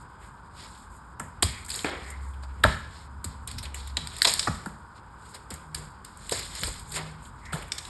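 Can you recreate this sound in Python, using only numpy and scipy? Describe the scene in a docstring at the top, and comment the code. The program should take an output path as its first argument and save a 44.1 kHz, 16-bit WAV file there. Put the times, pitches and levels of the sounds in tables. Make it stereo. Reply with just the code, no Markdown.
"""A small blade carves a hard dry bar of soap close to a stereo microphone pair in a small room.
The soap hisses under the blade (gritty filtered noise) and snaps as flakes break (ringing noise bursts);
chunks and hands knock on the table (bursts through its modes, rattles, thumps) and narrow rustles swell.
Distant traffic-like noise, table rumble, a low drone and two short low hums lie underneath."""
import sys
import numpy as np
from scipy import signal
from scipy.fft import rfft, irfft, next_fast_len
from scipy.io import wavfile
from scipy.ndimage import uniform_filter1d

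SR = 44100
rng = np.random.default_rng(int(sys.argv[2]) if len(sys.argv) > 2 else 0)


def inscribe(sig):
    """Save sig as 16-bit PCM at rate SR to the path in sys.argv[1].

    A 1-D sig is mono; a 2-D sig holds one channel per row.
    Samples are clipped to [-1, 1] before scaling.
    """
    pcm = np.round(np.clip(np.atleast_2d(sig).T, -1, 1) * 32767)
    wavfile.write(sys.argv[1], SR, pcm.astype(np.int16))


N = 348257
LAG_MS = 1.5  # slow bending waves: a mode at 1 kHz arrives this late, lower ones later
STROKE_EDGE_DB = -13  # level at the ends of a stroke or rustle, relative to its middle


def rubbing():
    """A gritty hiss, a duller scrape and a fizz follow the strokes, partly with grains of their own."""
    # colour of the hiss under the blade (f/Hz, level/dB)
    hiss_colour = [(1500, -14), (2500, -7), (4300, 0), (5500, -2), (6200, -5), (7000, -10), (8000, -20),
                   (11800, -40)]
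    # colour of the duller scrape (f/Hz, level/dB)
    scrape_colour = [(150, -10), (400, 5.5), (900, -0.5), (1500, -0.5), (2150, 0), (2700, 0.5), (3300, 0),
                     (6000, -28)]
    # colour of the fizz on top (f/Hz, level/dB)
    fizz_colour = [(5000, -47.5), (6500, 8.5), (7500, 11), (10500, 6.5), (11800, 4), (12400, -26.5)]
    crumb_share, crumb_full_db = .25, -42  # largest share of power in crumbs, reached at this level
    shared_grit, bits = grit(), crumbs()
    # each colour starts with a deep cut below its table
    colours = [(300, -26.0)] + hiss_colour, [(40, -38)] + scrape_colour, [(300, -87.5)] + fizz_colour
    out = 0
    for level, points in zip(strokes(), colours):
        noise = rng.standard_normal((2, N)) * (0.29 * shared_grit + 0.78 * grit())
        share = crumb_share * np.minimum(level / gain_of(crumb_full_db), 1)
        hiss = np.sqrt(1 - share) * evened(colour(noise, points))
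        crumbling = np.sqrt(share) * evened(colour(bits, points))
        out = out + level * (hiss + crumbling)
    return out


def strokes():
    """Levels of hiss, scrape and fizz: showers start fast and fade, strokes swell and sink; powers add."""
    # hands at rest, always present (hiss/dB, scrape/dB, fizz/dB)
    rest_db = (-66.5, -61.5, -64)
    # crumbs showering after a break (t/s, level/dB, scrape re hiss/dB, fizz re hiss/dB)
    showers = [(1.20, -63.5, 14, 21), (1.431, -31, -18, -2.5), (1.70, -37, -12, 3), (1.852, -35.5, 9, -6.5),
               (2.643, -31, -2, -6), (3.249, -44.5, -4, -12), (3.477, -37, -13, -8),
               (3.629, -52.5, 9, -12.5), (3.745, -38, -11, -2.5), (3.97, -37, -22, -7),
               (4.247, -29, -15, 4), (4.275, -24.5, -27, -0.5), (4.40, -34.5, -13, 0),
               (4.664, -53.5, -13.5, 6.5), (5.34, -50, -3, -2), (5.506, -45.5, 3, 2.5),
               (5.746, -42.5, -0.5, 4.5), (6.043, -47.5, -10, -2), (6.32, -26.5, -11, -1.5),
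               (6.639, -31.5, -15, 0.5), (6.97, -36.5, -0.5, -5), (7.522, -37, -0.5, -2), (7.72, -49, 2, 8)]
    # soft strokes of blade and fingers (middle t/s, length/s, level/dB, scrape re hiss/dB, fizz re hiss/dB)
    soft_strokes = [(0.0, 0.063, -57, -8, 8), (0.25, 0.12, -56, 1, 4), (0.627, 0.16, -42.5, -13, -2),
                    (0.756, 0.24, -51, -17, 0), (1.5, 0.06, -49, -20, -7), (0.95, 0.12, -62.5, -14, 12.5),
                    (1.784, 0.19, -36.5, -11.5, 1), (2.072, 0.16, -47.5, -3, 0),
                    (2.153, 0.42, -59, -8, -12), (2.258, 0.15, -68, -4, 14), (2.44, 0.034, -50, -4, 1),
                    (2.582, 0.41, -67, 8.5, 7), (2.969, 0.22, -48.5, -28, -4),
                    (3.889, 0.073, -44, -24, -10), (4.22, 0.36, -38.5, -12, -5.5),
                    (4.603, 0.2, -58, 7, -12), (4.977, 0.058, -51.5, -5.5, -5),
                    (5.286, 0.23, -53, -11, -0.5), (5.353, 0.043, -40.5, -9, -12),
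                    (6.284, 0.26, -46, -12, 1.5), (6.6, 0.17, -33, -14.5, -2.5),
                    (6.927, 0.11, -42.5, -28, 4), (6.964, 0.066, -30.5, -11, 0),
                    (7.257, 0.12, -53, -18, 5.5), (7.465, 0.34, -63.5, 0, 5), (7.864, 0.24, -47, -4, 2)]
    rise_s = 0.004
    # a shower of big_db fades at this rate; each dB smaller fades faster
    fade_db_per_s, faster_per_db, big_db = 76.5, 2, -22
    t = np.arange(0, N + 64, 64) / SR  # coarse time steps
    power = gain_of(np.array(rest_db))[:, None] ** 2 * np.ones(len(t))
    for s, db, low_db, top_db in showers:
        after = np.maximum(t - s, 0)
        fade = max(fade_db_per_s + faster_per_db * (big_db - db), 10)
        shape = np.minimum(after / rise_s, 1) * gain_of(db - fade * after)
        power += (gain_of([[0], [low_db], [top_db]]) * shape) ** 2
    for s, length, db, low_db, top_db in soft_strokes:
        shape = gain_of(db + STROKE_EDGE_DB * (2 * (t - s) / length) ** 2)
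        power += (gain_of([[0], [low_db], [top_db]]) * shape) ** 2
    return [np.interp(np.arange(N) / SR, t, np.sqrt(p)) for p in power]


def grit():
    """Grains of equal size, each crumbling for several milliseconds, over a steady contact."""
    grains_per_s, grit_db, crumble_s = 220, 9.5, 0.012
    starts = 1.0 * (rng.random(N) < grains_per_s / SR)
    grains = signal.lfilter([1], [1, -np.exp(-1 / (crumble_s * SR))], starts)
    return 1 + gain_of(grit_db) * evened(grains)


def crumbs():
    """Single crumbs breaking: short grains of sixteen pitches, slightly uneven, higher ones stronger."""
    per_s, spread_db, cycles = 1300, 0.5, 9.5
    out, pitches = np.zeros((2, N)), np.geomspace(300, 11500, num=16)
    size = gain_of(spread_db * np.minimum(rng.exponential(1, N), 3))
    size = size * (rng.random(N) < per_s / SR)
    which, sign = rng.integers(0, len(pitches), N), rng.choice([-1., 1.], (2, N))
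    for k, hz in enumerate(pitches):
        u = np.arange(0, cycles, hz / SR)  # time in cycles
        grain = np.sin(np.pi * u / cycles) ** 2 * np.sin(2 * np.pi * u) * hz / 1000
        out += signal.oaconvolve(sign * size * (which == k), grain[None], axes=1)[:, :N]
    return evened(out)


def snaps():
    """Flakes breaking: each crack rings its flake briefly and sprays top treble."""
    # flakes breaking (t/s, level/dB, flake ring f/Hz, top treble re ring/dB, crack time scale/ms)
    breaks = [(1.1977, -17, 2960, 11.5, 2.1), (1.425, 1, 3560, 5.5, 2), (1.4285, -5, 4850, 1.5, 2.6),
              (1.4355, -13, 4900, 9, 3.8), (1.647, -26.5, 4700, 9, 3.5), (1.662, -25, 5000, 31, 2.7),
              (1.6836, -22.5, 2000, 13, 2.7), (1.692, -20, 4500, 8, 3), (1.7014, -15.5, 5000, 3, 3.7),
              (1.7172, -15.5, 4330, -10, 1.4), (1.7399, -14, 4250, 3, 1.8), (1.75, -19, 5130, -3, 2.9),
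              (1.76, -14, 5130, 18, 1.7), (1.7918, -14, 3540, -15, 1.3), (1.8085, -24, 4800, 6, 1.5),
              (1.845, -15, 2480, -8, 2.4), (2.101, -26, 2770, 12, 4.9), (2.334, -41.5, 3200, 0, 8.4),
              (2.436, -31, 4730, -27, 1.5), (2.637, -4.5, 3620, -8, 1.6), (2.6402, 0.5, 3620, -1.5, 0.83),
              (3.2433, -14.5, 4800, 7.5, 3.3), (3.4746, -17, 3580, 9, 2.9), (3.5134, -21, 4670, 4, 2.4),
              (3.582, -17.5, 5600, -1, 5.5), (3.626, -23.5, 4300, 3, 8.7), (3.6527, -24, 3150, -21, 4.6),
              (3.744, -17, 2900, 6.5, 2.5), (3.8008, -30.5, 4050, -28, 5.2), (3.8739, -24.5, 3835, 5, 2.9),
              (3.9697, -5, 3810, -41, 2.2), (4.017, -26, 3527, -22, 3), (4.0729, -11.5, 4670, 2.5, 0.9),
              (4.166, -21.5, 3720, 5, 2), (4.184, -20, 5000, 5, 2.4), (4.22, 7.5, 4220, -3, 0.77),
              (4.2254, -11, 4350, 11, 4.4), (4.2476, -0.5, 3900, -11, 2.8), (4.2525, 2, 4140, -25, 1.8),
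              (4.271, -2.5, 5550, -8, 3.8), (4.2762, -11, 4060, -18, 4.4), (4.282, -14.5, 5250, -4.5, 1.5),
              (4.293, -9, 4740, -18, 3.7), (4.3303, -18, 4100, -20, 2.6), (4.3384, -1.5, 4960, 5.5, 1.1),
              (4.394, -2, 5320, -43, 2.35), (4.4263, -16.5, 4170, -29, 5.3), (4.475, -15.5, 5600, -9, 3.8),
              (4.659, -27, 5200, 6.5, 2.7), (5.3443, -27, 5100, 6, 6.1), (5.5041, -19.5, 5440, 6.5, 3.8),
              (5.5392, -22.5, 4600, 29, 3), (5.7459, -12.5, 4920, 4.5, 3.3), (6.049, -18.5, 4960, 8.5, 1.2),
              (6.173, -29.5, 5000, 16.5, 1.8), (6.2944, -13.5, 3670, 3.5, 1.8), (6.31, -16, 4640, 5, 5.6),
              (6.3206, -12, 4970, 21, 2.7), (6.324, -13, 5130, -11, 2.7), (6.343, -26, 5000, -8, 3.4),
              (6.39, -21, 4900, 2, 6), (6.429, -24, 4050, -10, 3), (6.531, -30, 4160, -10, 2.2),
              (6.5523, -17, 5000, 4, 2), (6.6348, -6.5, 3770, 0, 0.91), (6.638, -17, 4700, -5, 3),
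              (6.669, -16.5, 4730, 2.5, 3.8), (6.677, -29, 3500, 9, 1.4), (6.794, -28, 5070, 8, 4.9),
              (6.919, -20, 5000, 6, 3.6), (6.9586, -19.5, 2850, 4, 7.5), (7.452, -32.5, 5700, -28, 7.3),
              (7.5274, -21.5, 3450, 6, 9.8), (7.25, -40, 3500, -8, 6.6), (7.6226, -26, 2960, 2, 4),
              (7.681, -33, 2550, 10, 2.6), (7.7198, -6, 5380, -22, 2.3), (7.781, -14, 5730, -37, 3.9),
              (7.787, -34, 4530, -10, 2.7), (7.8507, -26.5, 4000, -24, 3.3)]
    out, top = np.zeros((2, N)), signal.butter(2, 6000, "high", fs=SR, output="sos")
    for s, db, hz, top_db, length_ms in breaks:
        crack = burst(length_ms)
        own_ring = evened(ring(ring(crack, hz, 1100.0), hz, 1600.0))
        broad_ring = evened(ring(ring(crack, 4800.0, 5600.0), 4800.0, 5600.0))
        flake = own_ring + 1.03 * broad_ring
        spray = evened(ring(signal.sosfilt(top, crack), 7300.0, 6400.0))
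        snap = evened(flake) + 0.78 * gain_of(top_db) * spray
        add(out, s - .001, sized(snap, db, length_ms))
    return out


def burst(length_ms, size=4096):
    """A cluster of tiny fractures: lumpy noise, a sharp first break and a slower run of after-cracks."""
    t = np.arange(size) / SR * 1000 / max(length_ms, .3)  # in units of the time scale
    lumps = gain_of(1.8 * evened(uniform_filter1d(rng.standard_normal(size), size=30)))
    fall = np.exp(-t / 0.53) + 0.14 * np.exp(-t / 1.75)
    return rng.standard_normal((2, size)) * lumps * (1 - np.exp(-t / 0.96)) ** 2 * fall


def sized(x, db, length_ms):
    """Scales a burst to the energy that goes with its level and time scale."""
    energy = (x ** 2).sum(1, keepdims=True)
    return gain_of(db) * x * np.sqrt(0.33 * length_ms * SR / 1000 / energy)


def knocks():
    """Each blow rings the table, loose chips rattle on, and the board thumps."""
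    # blows that reach the bar and the table (t/s, level/dB, body f/Hz, time scale/ms, rattle re blow/dB,
    # rattle f/Hz, thump level/dB, thump f/Hz, thump peak delay/ms, falling wave level/dB)
    blows = [(1.198, -22, 1300, 2.9, -16, 1380, -46, 164, 20, -32.5),
             (1.427, -12, 528, 2.17, -47, 520, -20, 83, 23.6, -29.5),
             (1.8454, -13, 500, 2.05, -30, 700, -39, 72.7, 27, -35),
             (2.433, -33.5, 910, 1.8, -32, 910, -46, 68, 22, -67),
             (2.638, -1.5, 1475, 2.5, -31, 1700, -17.5, 90.5, 15.6, -19),
             (2.646, -8.5, 660, 5.3, -40, 1800, -50, 88, 12, -43),
             (3.242, -35, 1190, 2.4, -36, 1150, -30.5, 87.7, 33.6, -33),
             (3.968, -32.5, 996, 9.4, -13, 996, -29.5, 69.5, 28, -33),
             (4.247, -19.5, 990, 5.4, -9.5, 1070, -53, 86, 19, -57),
             (4.275, -19, 800, 3.7, -15.5, 813, -56.5, 81, 10, -44.5),
             (4.472, -12.5, 1210, 3.2, -32, 1040, -27, 109, 18.6, -22),
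             (4.482, -13, 1060, 1.6, -29, 1040, -30.5, 159, 10.7, -34),
             (4.661, -19, 1285, 1.2, -24, 1340, -29, 199, 15, -29.5),
             (5.504, -48, 790, 4.6, -21.5, 436, -39, 77, 34, -33),
             (5.744, -34, 2010, 3.2, -24, 2020, -34.5, 73, 22.2, -47),
             (6.319, -16.5, 435, 3.8, -37, 437, -41, 144, 18, -49),
             (6.624, -31.5, 400, 5.7, -28, 500, -30, 151, 6.4, -47),
             (6.632, -26, 1500, 3.3, -29, 1500, -28.5, 63, 24, -54),
             (6.672, -30, 495, 6.8, -22, 460, -33, 49.4, 25, -44),
             (6.9612, -25, 1500, 1.5, -8, 560, -57, 145, 17, -43),
             (7.531, -18, 1360, 1.5, -13, 600, -25, 154, 15, -36)]
    chips_per_s, chip_size = 520, 9.3  # loose chips in a rattle; size against the steady contact
    out, t = np.zeros((2, N)), np.arange(18000) / SR
    for s, db, hz, length_ms, rattle_db, rattle_hz, thump_db, thump_hz, late_ms, wave_db in blows:
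        blow = table(burst(length_ms), hz, 28.0)
        add(out, s - .001 - LAG_MS / 1000, sized(blow, db, length_ms))

        hits = rng.random(len(t)) < chips_per_s / SR
        chips = rng.standard_normal((2, len(t))) * (1 + chip_size * hits)
        rattle = evened(table(chips, rattle_hz, 0.88))
        rattle_level = gain_of(db + rattle_db - 60 * t / 0.25) * (1 - np.exp(-t / 0.0089))
        add(out, s, rattle_level * rattle)

        # high bending waves of the board arrive first
        sweep = np.cumsum(150.0 + 422.0 * np.exp(-t / 0.01046)) / SR
        wave = (1 - np.exp(-t / 0.011)) * np.exp(-t / 0.032) * np.sin(2 * np.pi * sweep)
        # the whole board follows
        u = t * 1000 / max(late_ms, 2)
        swing = (u * np.exp(1 - u)) ** 4.5 * np.cos(2 * np.pi * thump_hz * (t - late_ms / 1000))
        thump = gain_of(thump_db) * swing + gain_of(wave_db) * wave
        add(out, s, np.array([thump, -thump]))
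    return out


def table(force, hz, focus_db):
    """Rings the table modes, those near hz most (focus in dB an octave); each takes energy by its width."""
    # modes of bar and table top (f/Hz, width/Hz, level/dB)
    modes = [(310, 440, 11), (422.7, 230, 12), (660, 466, 9.5), (848, 460, 10), (1366, 85, -5),
             (1405, 140, 5), (1590, 100, -22.5), (1700, 170, 10), (1853, 130, -3), (2200, 390, -21)]
    out = 0
    for f, width, db in modes:
        mode = ring(ring(force, f, width), f, 3 * width)
        late = round(LAG_MS / np.sqrt(f / 1000) * SR / 1000)
        mode = np.pad(mode, ((0, 0), (late, 0)))[:, :force.shape[1]]
        share = np.sqrt(width / (mode ** 2).sum(1, keepdims=True))
        out = out + gain_of(db - focus_db * abs(np.log2(f / hz))) * share * mode
    return out


def rustles():
    """Gritty noise in one resonance that swells and sinks."""
    # narrow rustles (middle t/s, length/s, level/dB, centre f/Hz)
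    swells = [(1.559, 0.2, -43.5, 2200), (1.933, 0.21, -47, 2100), (2.095, 0.31, -48.5, 2000),
              (2.232, 0.16, -57, 2030), (6.427, .2, -78, 2180), (7.08, 0.25, -58, 2110),
              (7.394, 0.1, -66.5, 2030), (7.489, 0.13, -48.5, 2000), (7.774, 0.076, -50, 2100)]
    width_hz = 450
    out, grains = np.zeros((2, N)), grit()
    for s, length, db, hz in swells:
        t = np.arange(-length, length, 1 / SR)
        band = ring(ring(rng.standard_normal((2, len(t))), hz, width_hz), hz, 2 * width_hz)
        add(out, s - length, evened(band) * gain_of(db + STROKE_EDGE_DB * (2 * t / length) ** 2))
    return out * evened(grains)


def room(x):
    """Dense reflections of the small room, each band dying at its own speed."""
    # reverberation of the room (f/Hz, time to fall 60 dB/s)
    decay = [(100, 0.97), (260, 0.46), (700, 0.4), (1840, 0.62), (4850, 0.52), (11000, 0.32)]
    taps = rng.standard_normal((2, SR))
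    hz, t, z = signal.stft(taps, SR, nperseg=256)
    fall = gain_of(-60 * t / read(decay, hz)[:, None])
    tail = signal.istft(z * fall, SR, nperseg=256)[1]
    tail = tail * (1 - np.exp(-np.arange(tail.shape[1]) / (0.0013 * SR)))  # reflections build up
    return signal.fftconvolve(x, tail / np.linalg.norm(tail[0]), axes=1)[:, :N]


def rumble():
    """Low noise in the table follows the weight of the hands and swells sharply around each jolt."""
    # the hands jolt the table (t/s, level/dB)
    jolts = [(0.0, -52), (1.24, -44), (1.47, -35), (1.6, -55), (1.781, -52), (2.24, -49), (2.681, -28),
             (2.86, -54), (3.289, -48), (3.572, -37), (4.019, -37.5), (4.51, -34), (6.36, -44),
             (6.68, -41.5), (7.51, -47), (7.63, -42.5), (7.88, -47)]
    # weight of the hands on the table (t/s, level/dB)
    grip = [(0.0, -61), (2.0, -49), (3.0, -56.5), (3.1, -46), (4.4, -49), (4.8, -64), (5.4, -87),
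            (5.5, -59.5), (6.3, -51), (6.8, -47.5), (7.45, -49.5), (7.9, -63)]
    # colour of the rumble (f/Hz, level/dB)
    low_colour = [(20, -46), (45, 8), (80, 7), (160, -4), (260, -6.5), (500, -71)]
    rise_db_per_s, fall_db_per_s = 221.5, 144
    t = np.arange(0, N + 64, 64) / SR  # coarse time steps
    power = gain_of(np.interp(t, *np.transpose(grip))) ** 2
    for s, db in jolts:
        slope = np.where(t < s, rise_db_per_s, fall_db_per_s)
        power += gain_of(db - slope * abs(t - s)) ** 2
    level = np.interp(np.arange(N) / SR, t, np.sqrt(power))
    return level * evened(colour(rng.standard_normal((2, N)), low_colour))


def background():
    """Steady distant noise with the rumble and the low tones on it."""
    # colour of the distant noise (f/Hz, relative density/dB)
    far_colour = [(15, -14.5), (25, -30), (49, 4), (69, 3), (210, -7), (262, -11), (665, -17), (948, -2.5),
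                  (1320, -9), (1540, -8.5), (2010, -32), (2410, -42.5), (3140, -71.5), (3590, -49),
                  (5000, -20.5), (6500, -88), (11000, -120)]
    # path of the low drone (t/s, f/Hz, level/dB)
    drone = [(1.75, 66.4, -60), (1.84, 66, -59), (2.18, 67.9, -37), (2.66, 65.84, -42.5),
             (2.97, 70.36, -49.5), (3.68, 68.6, -41.5), (4.01, 67.6, -38.5), (4.15, 70, -92)]
    # paths of the two short low hums, one list each (t/s, f/Hz, level/dB)
    hums = [
        [(5.55, 149.6, -61), (5.584, 145.5, -65), (5.698, 155.3, -50.5), (5.794, 152.6, -44), (5.9, 152, -55)],
        [(6.85, 151, -55), (7.03, 157.7, -41), (7.162, 155.3, -46.5), (7.184, 155, -50), (7.3, 158, -66)],
    ]
    far_db = -47.5
    out = gain_of(far_db) * evened(colour(rng.standard_normal((2, N)), far_colour)) + rumble()
    for rows in [drone] + hums:
        add(out, *tone(rows))
    return out


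def tone(rows):
    """A low sine on a path of pitch and level, slightly wavering in level, that fades in and out."""
    s, hz, db = np.transpose(rows)
    t = np.arange(s[0], s[-1], 1 / SR)
    slow_noise = uniform_filter1d(uniform_filter1d(rng.standard_normal(len(t)), size=2000), size=2000)
    wave = np.sqrt(2) * np.sin(2 * np.pi * np.cumsum(np.interp(t, s, hz)) / SR)
    wave *= gain_of(1.5 * evened(slow_noise))
    wave *= gain_of(np.interp(t, s, db)) * signal.windows.tukey(len(t), .1)
    return s[0], np.array([[1], [-1]]) * wave  # opposite in the two paths


def gain_of(db):
    """Decibels to gain."""
    return 10 ** (np.asarray(db) / 20)


def evened(x):
    """Scales to rms 1."""
    return x / np.sqrt(np.mean(x ** 2) + 1e-20)


def read(points, hz):
    """Reads a table on a log-frequency axis."""
    f, value = np.transpose(points)
    return np.interp(np.log(hz + 1), np.log(f + 1), value)


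def add(mix, s, sound):
    """Mixes a two-path sound in at time s."""
    part = mix[:, max(round(s * SR), 0):][:, :sound.shape[1]]
    part += sound[:, :part.shape[1]]


def colour(x, points):
    """Filters by a table of (f/Hz, level/dB)."""
    size = next_fast_len(x.shape[1])
    gain = gain_of(read(points, np.fft.rfftfreq(size, 1 / SR)))
    return irfft(rfft(x, size) * gain, size)[:, :x.shape[1]]


def ring(x, hz, width):
    """A resonance of gain 1 at its centre."""
    return signal.lfilter(*signal.iirpeak(hz, hz / width, SR), x)


def scene():
    """Two paths of the same sound field; snaps and knocks also excite the room."""
    room_db = -10.5
    near = snaps() + knocks()
    return near + gain_of(room_db) * room(near) + rubbing() + rustles() + background()


def record(dry):
    """The pair blends the two paths by likeness and turns left against right; colour, clipping, band limit."""
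    # the microphone pair (f/Hz, phase by which left leads/rad, left-right likeness/0-1)
    pair_phase = [(0, 0.0, 1.0), (160, -.06, .99), (350, -.4, .6), (600, -.9, .38), (950, -.75, .75),
                  (1400, -.4, .78), (1750, 0.0, .9), (2200, 1.5, .55), (2520, 2.4, .6), (2740, 3.1, .93),
                  (2950, 2.4, .55), (3300, 1.5, .55), (3900, .8, .62), (4500, 1.9, .6), (4950, 1.4, .6),
                  (5350, 2.3, .7), (5650, 3.12, .96), (6250, 3.16, .97), (6650, 3.55, .75),
                  (6950, 4.8, .45), (7550, 6.22, .95), (8400, 6.3, .97), (9050, 7.5, .5), (9750, 9.38, .93),
                  (10700, 9.44, .96), (11400, 10.6, .5), (11900, 12.5, .9), (16000, 12.6, .8)]
    # colour of the microphone (f/Hz, level/dB)
    mic_colour = [(2200, 0), (2500, -0.5), (2750, 1.5), (3000, -4), (3300, -4.5), (11400, -4), (11900, -20),
                  (12400, -24), (13000, -50.5), (14500, -58), (16000, -50)]
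    # level of left over right (f/Hz, level/dB)
    left_louder = [(120, 0.5), (200, 1.5), (400, 2), (1500, 1.5), (2500, 0.5), (4500, -0.5), (6000, -0.5)]
    edge_hz = 16500
    size = next_fast_len(N + 4096)
    f, lead, same = np.transpose(pair_phase)
    hz = np.fft.rfftfreq(size, 1 / SR)
    half = np.arccos(np.clip(np.interp(hz, f, same), 0, 1)) / 2  # blend angle
    a, b = rfft(dry, size) * gain_of(read(mic_colour, hz))
    # each side takes half of the phase lead and half of the level difference
    turn = np.exp(.5j * np.interp(hz, f, lead)) * gain_of(.5 * read(left_louder, hz))
    left = turn * (np.cos(half) * a + np.sin(half) * b)
    right = (np.cos(half) * a - np.sin(half) * b) / turn
    clipped = np.clip(irfft(np.array([left, right]), size)[:, :N], -1, 1)
    band_limit = signal.firwin(511, edge_hz, window=("kaiser", 9), fs=SR)
    return signal.oaconvolve(clipped, band_limit[None], "same")


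dry = scene()
out = record(dry)
inscribe(out)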